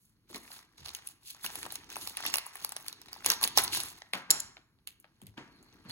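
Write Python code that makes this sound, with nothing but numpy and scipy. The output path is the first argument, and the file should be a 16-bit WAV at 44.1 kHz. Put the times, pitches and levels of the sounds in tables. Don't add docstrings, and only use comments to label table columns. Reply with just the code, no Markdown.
import sys
import numpy as np
from scipy import signal
from scipy.fft import rfft, irfft, next_fast_len
from scipy.io import wavfile
from scipy.ndimage import uniform_filter1d

SR = 44100
rng = np.random.default_rng(int(sys.argv[2]) if len(sys.argv) > 2 else 0)


def unload_audio(sound):
    columns = np.transpose(np.atleast_2d(sound))
    steps = np.round(np.clip(columns, -1, 1) * 32767)
    wavfile.write(sys.argv[1], SR, steps.astype(np.int16))


N = 260631
TIME = np.arange(N) / SR


def from_db(db):
    return 10 ** (np.asarray(db) / 20)


def rms_one(x):
    return x / np.sqrt(np.mean(x ** 2) + 1e-20)


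def at_hz(points, hz, axis=1):
    points = np.array(points)
    return np.interp(np.log(hz), np.log(points[:, 0]), points[:, axis])


def curve(points):
    return np.interp(TIME, *np.transpose(points))


def band(x, low, high):
    return signal.sosfilt(signal.butter(2, [low, high], "band", fs=SR, output="sos"), x + 1e-18)


def resonance(x, hz, width_hz):
    r = np.exp(-np.pi * width_hz / SR)
    zeros = np.array([1, 0, -1]) * (1 - r * r) / 2
    return signal.lfilter(zeros, [1, -2 * r * np.cos(2 * np.pi * hz / SR), r * r], x)


def half_octaves():
    edges = np.geomspace(24, 17500, 21)
    return zip(edges, edges[1:], np.sqrt(edges[1:] * edges[:-1]))


def drift(per_s):
    r = np.exp(-2 * np.pi * per_s / SR)
    wander = signal.lfilter([1], [1, -2 * r, r * r], rng.standard_normal(N + SR))
    return rms_one(wander[SR:])


def swell(s, length_s, attack_s, release_s):
    before = np.maximum(s - TIME, 0) / attack_s
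    after = np.maximum(TIME - s - length_s, 0) / release_s
    return np.exp(-np.minimum(before + after, 20))


def add(out, s, sound):
    start = max(round(s * SR), 0)
    out[..., start:start + sound.shape[-1]] += sound[..., :max(N - start, 0)]


# (f/Hz, likeness 0-1)
LIKENESS = [(60, .85), (500, .85), (1200, .68), (2500, .6), (4500, .55), (6500, .7), (8500, .97),
            (16000, .96)]


def two_ports(pair, hz):
    alike = np.clip(at_hz(LIKENESS, hz), 0, 1)
    shared = np.sqrt((1 + alike) / 2) * pair[0]
    return shared + np.sqrt((1 - alike) / 2) * np.array([pair[1], -pair[1]])


def coloured(spectrum, envelope, patchy_db):
    white, out = rng.standard_normal((2, 2, N)) * envelope, 0
    for k, (low, high, hz) in enumerate(half_octaves()):
        if spectrum[0][0] < high and low < spectrum[-1][0]:
            gain = from_db(at_hz(spectrum, hz) + patchy_db * drift(75))
            out = out + gain * two_ports(band(white[k % 2], low, high), hz)
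    return rms_one(out)


def grains(per_s, spread_db, clump_db, grain_s, smooth):
    born = rng.random(N) < per_s * from_db(clump_db * drift(25)) / SR
    sizes = from_db(spread_db * np.minimum(rng.exponential(1, N), 3))
    power = signal.lfilter([1], [1, -np.exp(-2 / (grain_s * SR))], (born * sizes) ** 2 + 1e-12)
    power = power / uniform_filter1d(power, size=4000)
    return np.sqrt(np.abs(power) + abs(smooth))


def avalanche(t, lead_s, shock_db, shock_t60):
    since = t - lead_s
    fade = from_db(shock_db - 60 * np.where(since > 0, since / shock_t60, -since / 0.02))
    uneven = from_db(6 * np.clip(rng.standard_normal(len(t)), -2, 1.5))
    slips = np.minimum((rng.random(len(t)) < 500 / SR) * fade * uneven, .5)
    slips[round(lead_s * SR)] = 1
    return slips


OTHER_MODES_DB, OTHER_MODES_T60_S = -1.5, 0.0045


def clicks(rows, zones, t60s, zone_db, ring_db, ring_t60, shock_db, shock_t60, rise_s):
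    out, t = np.zeros((2, N)), TIME[:SR // 10]
    lead_s, attack = .006, SR * 3 // 1000
    start, rise = round(lead_s * SR), 1 - np.exp(-t / rise_s)
    for s, *levels_db, ring_hz in rows:
        white = rng.standard_normal((3, 2, len(t)))
        slips = avalanche(t, lead_s, shock_db, shock_t60)
        swing = np.sin(2 * np.pi * ring_hz * t + rng.uniform(0, 2 * np.pi, (2, 1)))
        ring = np.roll(swing * rise * from_db(ring_db - 60 * t / ring_t60), start, axis=1)
        for k, (low, high) in enumerate(zones):
            decay = rise * from_db(-60 * t / t60s[k])
            power = signal.fftconvolve(slips ** 2, decay ** 2)[:len(t)]
            mode = np.sin(2 * np.pi * rng.uniform(low, high) * t)
            mode = mode * from_db(OTHER_MODES_DB - 60 * t / OTHER_MODES_T60_S)
            rings = ring + np.roll(mode, start) * [[1], [0]]
            burst = band(band(white[k] * np.sqrt(np.abs(power)) + rings, low, high), low, high)
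            burst = burst / np.sqrt(np.mean(burst[:, start:start + attack] ** 2, axis=1, keepdims=True))
            gain = from_db(levels_db[k] + zone_db[k])
            add(out, s - lead_s - rise_s, gain * two_ports(burst, np.sqrt(low * high)))
    return out


# (f/Hz, relative level/dB per Hz)
ROOM_TONE = [(15, -34), (25, -3.5), (92, 5), (212, -1), (677, -26.5), (911, -18), (2990, -24),
             (7110, -26.5), (8590, -44), (11000, -22), (16000, -33)]
ROOM_TONE_DB = -73


def room_tone():
    return from_db(ROOM_TONE_DB) * coloured(ROOM_TONE, 1, patchy_db=-0.5)


# (f/Hz, t60/s, echo level/dB)
ROOM = [(150, 0.94, -4.5), (397, 0.15, -8), (1230, 0.78, -5), (3170, 0.4, -6), (6740, 0.4, -9.5),
        (10600, 0.24, -17), (15000, .28, -15.5)]


def room(dry, gap_s, build_s):
    t = TIME[:SR * 3 // 4]
    white, tail = rng.standard_normal((2, 2, len(t))), 0
    rise = 1 - np.exp(-np.maximum(t - gap_s, 0) / build_s)
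    for k, (low, high, hz) in enumerate(half_octaves()):
        fade = rise * from_db(-60 * t / at_hz(ROOM, hz))
        fade = fade / np.linalg.norm(fade)
        level = from_db(at_hz(ROOM, hz, axis=2))
        tail = tail + level * two_ports(band(white[k % 2], low, high), hz) * fade
    return signal.fftconvolve(dry.mean(axis=0, keepdims=True), tail, axes=1)[:, :N]


# (t/s, peak level/dB before the layer trim, thud f/Hz)
BUMPS = [(0.301, -46, 320), (0.345, -39.5, 308), (0.383, -57, 72.7), (0.794, -53.5, 99.6),
         (0.818, -51, 88.8), (1.444, -47.5, 172), (2.262, -45, 330), (3.26, -36.5, 393), (3.302, -44, 358),
         (3.432, -39, 342), (3.573, -34, 345), (4.137, -43.5, 256), (4.305, -38, 237), (5.223, -44.5, 145),
         (5.275, -47.5, 94.2), (5.378, -38, 271), (5.85, -43, 191), (5.884, -42, 160)]


def table(t60, knock_db, knock_t60):
    out, t = np.zeros((2, N)), TIME[:SR // 3]
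    for s, peak_db, hz in BUMPS:
        white = rng.standard_normal((2, 2, len(t)))
        thud = band(white[0] * from_db(-60 * t / t60), hz / 1.46, hz * 1.38)
        knock = band(white[1] * from_db(knock_db - 60 * t / knock_t60), 180, 420)
        sound = two_ports(thud + knock, hz)
        add(out, s, from_db(peak_db) * sound / np.abs(sound).max())
    return out


# (t/s, length/s, level/dB)
SCUFFS = [(4.139, .02, -40.5), (4.299, 0.052, -44.5), (5.375, 0.015, -48.5), (5.466, .38, -73.5),
          (5.853, .05, -61.5)]
# (f/Hz, relative level/dB per Hz)
SCUFF_COLOUR = [(88, -35), (150, -2.5), (325, -6), (480, -9.5), (720, -4.5), (1200, -3.5), (1800, -3),
                (2600, -9), (4300, -14.5), (7000, -23)]


def scuffs():
    level = 0
    for s, length_s, db in SCUFFS:
        level = level + from_db(db) * swell(s, length_s, attack_s=0.0025, release_s=0.039)
    return level * coloured(SCUFF_COLOUR, 1, patchy_db=-0.05)


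# (t/s, level/dB)
SLIDE = [(5.45, -90), (5.55, -69.5), (5.72, -74), (5.84, -79), (5.88, -65), (5.91, -41.5)]
SLIDE_HZ, SLIDE_WIDTH_HZ = 4280, 480


def slide():
    hiss = resonance(rng.standard_normal((2, N)), SLIDE_HZ, SLIDE_WIDTH_HZ)
    hiss = resonance(hiss, SLIDE_HZ, SLIDE_WIDTH_HZ)
    return from_db(curve(SLIDE)) * rms_one(two_ports(hiss, SLIDE_HZ))


# (t/s, body level/dB, crack level/dB, fizz level/dB, ring f/Hz), levels before the zone trims
TAPS = [(4.1355, -34, -25, -35, 2190), (4.5691, -51.5, -46.5, -73, 2460), (4.788, -74, -71, -84, 1372),
        (4.8738, -54, -39, -37.5, 4330), (5.0009, -86, -87, -53, 8700), (5.0442, -52, -55.5, -77, 1626),
        (5.2171, -59, -56.5, -52, 8900), (5.2686, -69, -54.5, -47.5, 9350),
        (5.3784, -46.5, -42.5, -63, 3040), (5.6282, -66, -76.5, -56.5, 8950), (5.903, -55, -45, -66, 3500)]
# (low f/Hz, high f/Hz)
CARD_ZONES = [(450, 2000), (1800, 4800), (6000, 15000)]


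def card_taps():
    return clicks(TAPS, CARD_ZONES, t60s=[.012, .009, .007], zone_db=[-1.5, 0, .3], ring_db=4,
                  ring_t60=0.0044, shock_db=-10, shock_t60=0.13, rise_s=0.00065)


# (t/s, level/dB before the layer trim)
TAG_HITS = [(4.305, -4), (4.3104, -3), (4.3145, -17.5), (4.3992, -26.5), (4.4026, -17.5), (4.408, -48)]
# (f/Hz, mean level/dB relative to the hit, t60/s)
TAG_MODES = [(4240, -9.5, .007), (5430, -5, .004), (6700, -21.5, .006), (7135, -4.5, 0.023),
             (7600, -6, 0.0058), (9900, -11, 0.006), (10450, -10, 0.015), (11220, -9, 0.016),
             (16100, -12.5, 0.007)]


def tag(scatter_db, crack_db, crack_t60):
    out, t = np.zeros((2, N)), TIME[:SR // 8]
    for s, hit_db in TAG_HITS:
        contact = rng.standard_normal((2, len(t))) * from_db(crack_db - 60 * t / crack_t60)
        sound = 0.7 * two_ports(band(contact, 3800, 6830), 4500)
        sound = sound + two_ports(band(contact, 7330, 11000), 10000)
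        for hz, db, t60 in TAG_MODES:
            swing = np.sin(2 * np.pi * hz * t + rng.uniform(0, 2 * np.pi, (2, 1)))
            strength_db = db + scatter_db * rng.standard_normal()
            sound = sound + two_ports(swing, hz) * from_db(strength_db - 60 * t / t60)
        add(out, s, from_db(hit_db) * sound)
    return out


# (t/s, length/s, level/dB before layer trims, brightness/dB)
GLIDES = [(0.008, 0.085, -81, 10), (0.397, 0.087, -67.5, 6), (0.52, 0.055, -57, 3.5), (1.07, 0.029, -59, 5),
          (1.272, 0.033, -47, -1.5), (1.444, 0.005, -49.5, 4), (1.529, .1, -55.5, 6.5),
          (1.721, 0.01, -54.5, 8), (2.006, 0.095, -47.5, 0.5), (3.743, 0.015, -30, -5),
          (3.802, .1, -50.5, 2.5)]
# (f/Hz, relative level/dB per Hz)
CRACKLE = [(1700, -18), (2800, -4.5), (4400, 3), (6300, -9), (8500, -8)]
FIZZ = [(5000, -14), (7500, -2), (10300, 1), (13000, -5), (16000, -5.5)]


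def glides():
    hiss = fizz = 0
    for s, length_s, db, bright_db in GLIDES:
        stroke = from_db(db) * swell(s, length_s, attack_s=0.017, release_s=0.022)
        hiss, fizz = hiss + stroke, fizz + from_db(bright_db) * stroke
    grain = grains(per_s=1000, spread_db=5.5, clump_db=6, grain_s=0.00049, smooth=0.71)
    middle = from_db(-2.5) * hiss * coloured(CRACKLE, grain, patchy_db=1.5)
    return middle + fizz * coloured(FIZZ, grain, patchy_db=2.0)


# (t/s, level/dB)
RUBBING = [(0.0, -99), (0.28, -77), (0.37, -74), (0.7, -75), (0.85, -72), (1.3, -79), (1.6, -57.5),
           (1.8, -64.5), (2.05, -59.5), (2.42, -90), (2.7, -70.5), (3.15, -67.5), (3.78, -52),
           (4.08, -81.5), (4.5, -66.5), (4.7, -80.5), (5.18, -79.5), (5.4, -65.5)]
# (t/s, level/dB before the mix below)
GRIP = [(0.0, -89.5), (0.27, -89), (0.36, -70), (0.58, -57.5), (0.68, -81), (0.97, -60.5), (1.198, -81.5),
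        (1.5, -54.5), (1.85, -65), (2.2, -58.5), (3.0, -66), (3.23, -58), (3.53, -69.5), (3.85, -55.5),
        (4.082, -74.5), (4.7, -99), (5.2, -81.5), (5.91, -72)]
# (flexing level/dB, crackle level/dB, fizz level/dB)
GRIP_MIX = (0, -0.67, -6.5)
# (t/s, length/s, level/dB before the mix below, brightness/dB)
CRUMPLES = [(0.297, .02, -57.5, -6), (0.341, .025, -46, -9.5), (0.782, .05, -59, -13),
            (0.851, .06, -55.5, -6.5), (0.937, .03, -64, 5.5), (1.446, 0.0073, -42, -0.5),
            (1.587, .07, -57, -23), (1.706, .035, -52.5, -54), (1.904, .08, -51.5, -6.5),
            (2.174, .13, -46.5, -9.5), (2.257, .02, -35, -30), (2.331, .04, -46.5, -2),
            (2.462, .02, -71.5, 12), (2.534, .07, -57, -3), (2.623, .025, -49.5, -2),
            (2.776, .05, -63, 1.5), (2.859, 0.029, -56.5, 2), (3.26, .04, -37.5, -5),
            (3.304, .018, -32.5, -3.5), (3.426, 0.02, -34.5, -0.5), (3.573, .025, -29.5, -6),
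            (3.597, 0.048, -40.5, 1.5), (3.734, .08, -46.5, -2), (3.961, .02, -59.5, -1),
            (4.177, 0.0056, -58.5, 3.5), (5.898, .02, -52, -5.5)]
# (rubbing level/dB, flexing level/dB, crackle level/dB, fizz level/dB)
CRUMPLE_MIX = (-18.5, -3, -0.5, 3.5)
FLEX_DB_PER_BRIGHT_DB = 0.39


def finger_work():
    grip_db = curve(GRIP)
    power = from_db([curve(RUBBING), *(grip_db + db for db in GRIP_MIX)]) ** 2
    for s, length_s, db, bright_db in CRUMPLES:
        tilt_db = bright_db * np.array([0, FLEX_DB_PER_BRIGHT_DB, 0, 1])
        gains = from_db(db + np.array(CRUMPLE_MIX) + tilt_db)
        power += np.outer(gains ** 2, swell(s, length_s, attack_s=0.0064, release_s=.014) ** 2)
    return np.sqrt(power)


# (f/Hz, relative level/dB per Hz)
RUB = [(18, -32.5), (30, -9), (49, 1), (151, 0.5), (192, -0.5), (346, 5), (536, -20), (600, -6.5),
       (780, -30), (1320, -120)]
FLEX = [(400, -8.5), (620, -8.5), (900, -5.5), (1500, -1), (2300, -3), (3200, -17)]


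def handling(work):
    buckles = grains(per_s=260, spread_db=3.0, clump_db=4, grain_s=0.0017, smooth=.06)
    fine = grains(per_s=650, spread_db=3.0, clump_db=3.0, grain_s=0.0015, smooth=0.1)
    creases = np.hypot(buckles, 1.8 * fine)
    strokes = grains(per_s=170, spread_db=10.0, clump_db=6, grain_s=0.011, smooth=0.54)
    rub = coloured(RUB, strokes, patchy_db=-0.5)
    flex = coloured(FLEX, buckles, patchy_db=2.0)
    crackle = coloured(CRACKLE, np.hypot(creases, .6), patchy_db=3.0)
    fizz = coloured(FIZZ, np.hypot(creases, 1.3), patchy_db=5.0)
    return sum(level * layer for level, layer in zip(work, (rub, flex, crackle, fizz)))


SMALL_SNAPS_PER_S, SMALL_SNAP_DB, SMALL_SNAP_SCATTER_DB, SMALL_SNAP_TOP_DB = 22, 6.5, 4, -41.5


def small_snaps(work):
    chance, scatter = rng.random((300, 3)), rng.standard_normal((300, 3))
    at = (chance[:, 0] * N).astype(int)
    work_db = 20 * np.log10(work[1:, at].T)
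    levels_db = work_db + SMALL_SNAP_DB + SMALL_SNAP_SCATTER_DB * scatter
    ring_hz = 900 * (11000 / 900) ** chance[:, 1]
    rows = np.column_stack([at / SR, np.minimum(levels_db, SMALL_SNAP_TOP_DB), ring_hz])
    return rows[chance[:, 2] < SMALL_SNAPS_PER_S * N / SR / len(chance)]


# (t/s, body level/dB, crack level/dB, fizz level/dB, facet ring f/Hz), levels before the zone trims
SNAPS = [(0.3457, -44.5, -43.5, -49, 2200), (0.8598, -46, -38.5, -43, 9170),
         (0.8914, -59, -39.5, -49, 4050), (0.9493, -77, -34.5, -34, 9170), (1.073, -75, -45, -32.5, 9970),
         (1.0879, -60, -52.5, -43, 10290), (1.3474, -51, -49, -55, 6860), (1.4466, -45, -38, -34, 8380),
         (1.4631, -42, -30, -33, 2840), (1.5555, -41.5, -37, -32.5, 10470), (1.63, -38.5, -37, -38, 9930),
         (1.6537, -41, -42, -48, 990), (1.6637, -36, -50, -41, 7800), (1.7234, -44, -63, -33, 11050),
         (1.7558, -47, -35, -35, 8810), (1.9577, -42.5, -38.5, -39, 2670), (1.967, -33, -50, -34, 9630),
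         (2.0743, -41.5, -34.5, -33, 8940), (2.1707, -47, -34.5, -30, 9910), (2.203, -36.5, -54, -57, 1010),
         (2.2371, -35, -55, -55, 2000), (2.2526, -32, -32, -52, 2070), (2.264, -41.5, -27.5, -28, 2800),
         (2.3009, -48.5, -39.5, -40.5, 10120), (2.3407, -29, -23, -24, 2760), (2.3452, -39, -42, -41, 9500),
         (2.3571, -34, -28.5, -26.5, 9910), (2.3698, -42, -58.5, -27.5, 9950),
         (2.3837, -34, -29, -29, 2070), (2.4655, -41.5, -78, -36, 1000), (2.5556, -40.5, -48, -38, 10640),
         (2.6478, -36.5, -32, -25, 9040), (2.6927, -51.5, -45.5, -35.5, 10980),
         (2.7211, -40.5, -41.5, -35.5, 7820), (2.7655, -37.5, -36, -33, 9990),
         (2.8826, -53.5, -33.5, -32, 10340), (2.928, -53.5, -39, -45.5, 3920),
         (3.0166, -59, -48, -47.5, 8350), (3.085, -54.5, -48, -59, 3900), (3.1305, -44, -37, -41, 4740),
         (3.1632, -43.5, -58, -65, 892), (3.2463, -39, -37.5, -36.5, 2670), (3.2616, -30, -21, -18, 10340),
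         (3.302, -29.5, -19.5, -17.5, 5820), (3.318, -32.5, -24, -30, 6500),
         (3.4134, -37.5, -35.5, -39, 4346), (3.4304, -33.5, -27.5, -25.5, 10750),
         (3.4389, -37.5, -20, -22, 4440), (3.4759, -44.5, -29.5, -28, 10030),
         (3.5748, -17.5, -16.5, -16.5, 907), (3.579, -23, -20, -21.5, 5570),
         (3.5846, -39.5, -16.5, -28.5, 7770), (3.6787, -40.5, -29.5, -40, 4370),
         (3.7329, -43.5, -31.5, -36, 9150), (3.749, -38, -32, -28.5, 10360),
         (3.7731, -37.5, -39.5, -29, 9190), (3.8029, -41, -30.5, -31, 10310), (3.835, -41, -46, -32, 10420),
         (4.0197, -42.5, -42.5, -72, 1890)]
# (low f/Hz, high f/Hz)
FOIL_ZONES = [(450, 2200), (2000, 7000), (7500, 16000)]


def foil_snaps(work):
    return clicks([*SNAPS, *small_snaps(work)], FOIL_ZONES, t60s=[.011, .0065, .0045],
                  zone_db=[-3, -1.2, -.7], ring_db=0.5, ring_t60=0.0075,
                  shock_db=-12.0, shock_t60=0.067, rise_s=.0003)


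# (f/Hz,
# width/Hz, lift # level/dB)
FOIL_TONE = [(372, 81, 1.5), (553, 140, -6.5), (885, 250, 3.5), (1070, 170, -0.5), (1440, 320, -3),
             (2790, 130, 3), (4345, 570, 1.5), (9700, 670, 1.5), (13440, 1500, -4)]


def foil_tone(x):
    return x + sum((from_db(db) - 1) * resonance(x, hz, width_hz) for hz, width_hz, db in FOIL_TONE)


FOIL_ROOM_DB, TAG_ROOM_DB, CARD_ROOM_DB, TABLE_ROOM_DB = -2.5, 1, -5.5, 0


def scene():
    floor = room_tone()
    thuds = from_db(-1.5) * table(t60=0.18, knock_db=-7.5, knock_t60=0.0097)
    wood = thuds + scuffs()
    card = card_taps()
    metal = from_db(-3.0) * tag(scatter_db=0.5, crack_db=3.5, crack_t60=0.0086)
    work = finger_work()
    crinkle = handling(work) + glides()
    near = foil_tone(foil_snaps(work) + crinkle) + slide()
    sent = from_db(FOIL_ROOM_DB) * near + from_db(TAG_ROOM_DB) * metal
    sent = sent + from_db(CARD_ROOM_DB) * card + from_db(TABLE_ROOM_DB) * wood
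    echoes = room(sent, gap_s=0.0012, build_s=0.0013)
    return near + card + metal + wood + echoes + floor


# (f/Hz, phase lead of the left/rad, left minus right level/dB)
PORTS = [(20, 0, 0), (450, .15, .5), (850, .35, 4.5), (1200, .8, 2.5), (1500, 1.2, 1.5), (2400, 2.0, .5),
         (3600, 2.9, -1.5), (5500, 2.7, -4), (6400, 0, -1), (7200, -1.5, 0), (8500, -3.14, 0),
         (13500, -9.42, 0), (16000, -12.9, 0)]
CUTOFF_HZ = 16000


def record(dry):
    size = next_fast_len(N + SR // 10)
    hz = np.arange(size // 2 + 1) * SR / size
    port_hz, lead_points, tilt_points = np.array(PORTS).T
    lead = np.interp(hz, port_hz, lead_points)
    tilt_db = np.interp(hz, port_hz, tilt_points)
    left = from_db(tilt_db / 2) * np.exp(1j * lead / 2)
    heard = irfft(rfft(dry, size) * np.array([left, 1 / left]), size)[:, :N]
    return signal.sosfilt(signal.ellip(8, .3, 70, CUTOFF_HZ, fs=SR, output="sos"), heard)


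dry = scene()
out = record(dry)
unload_audio(out)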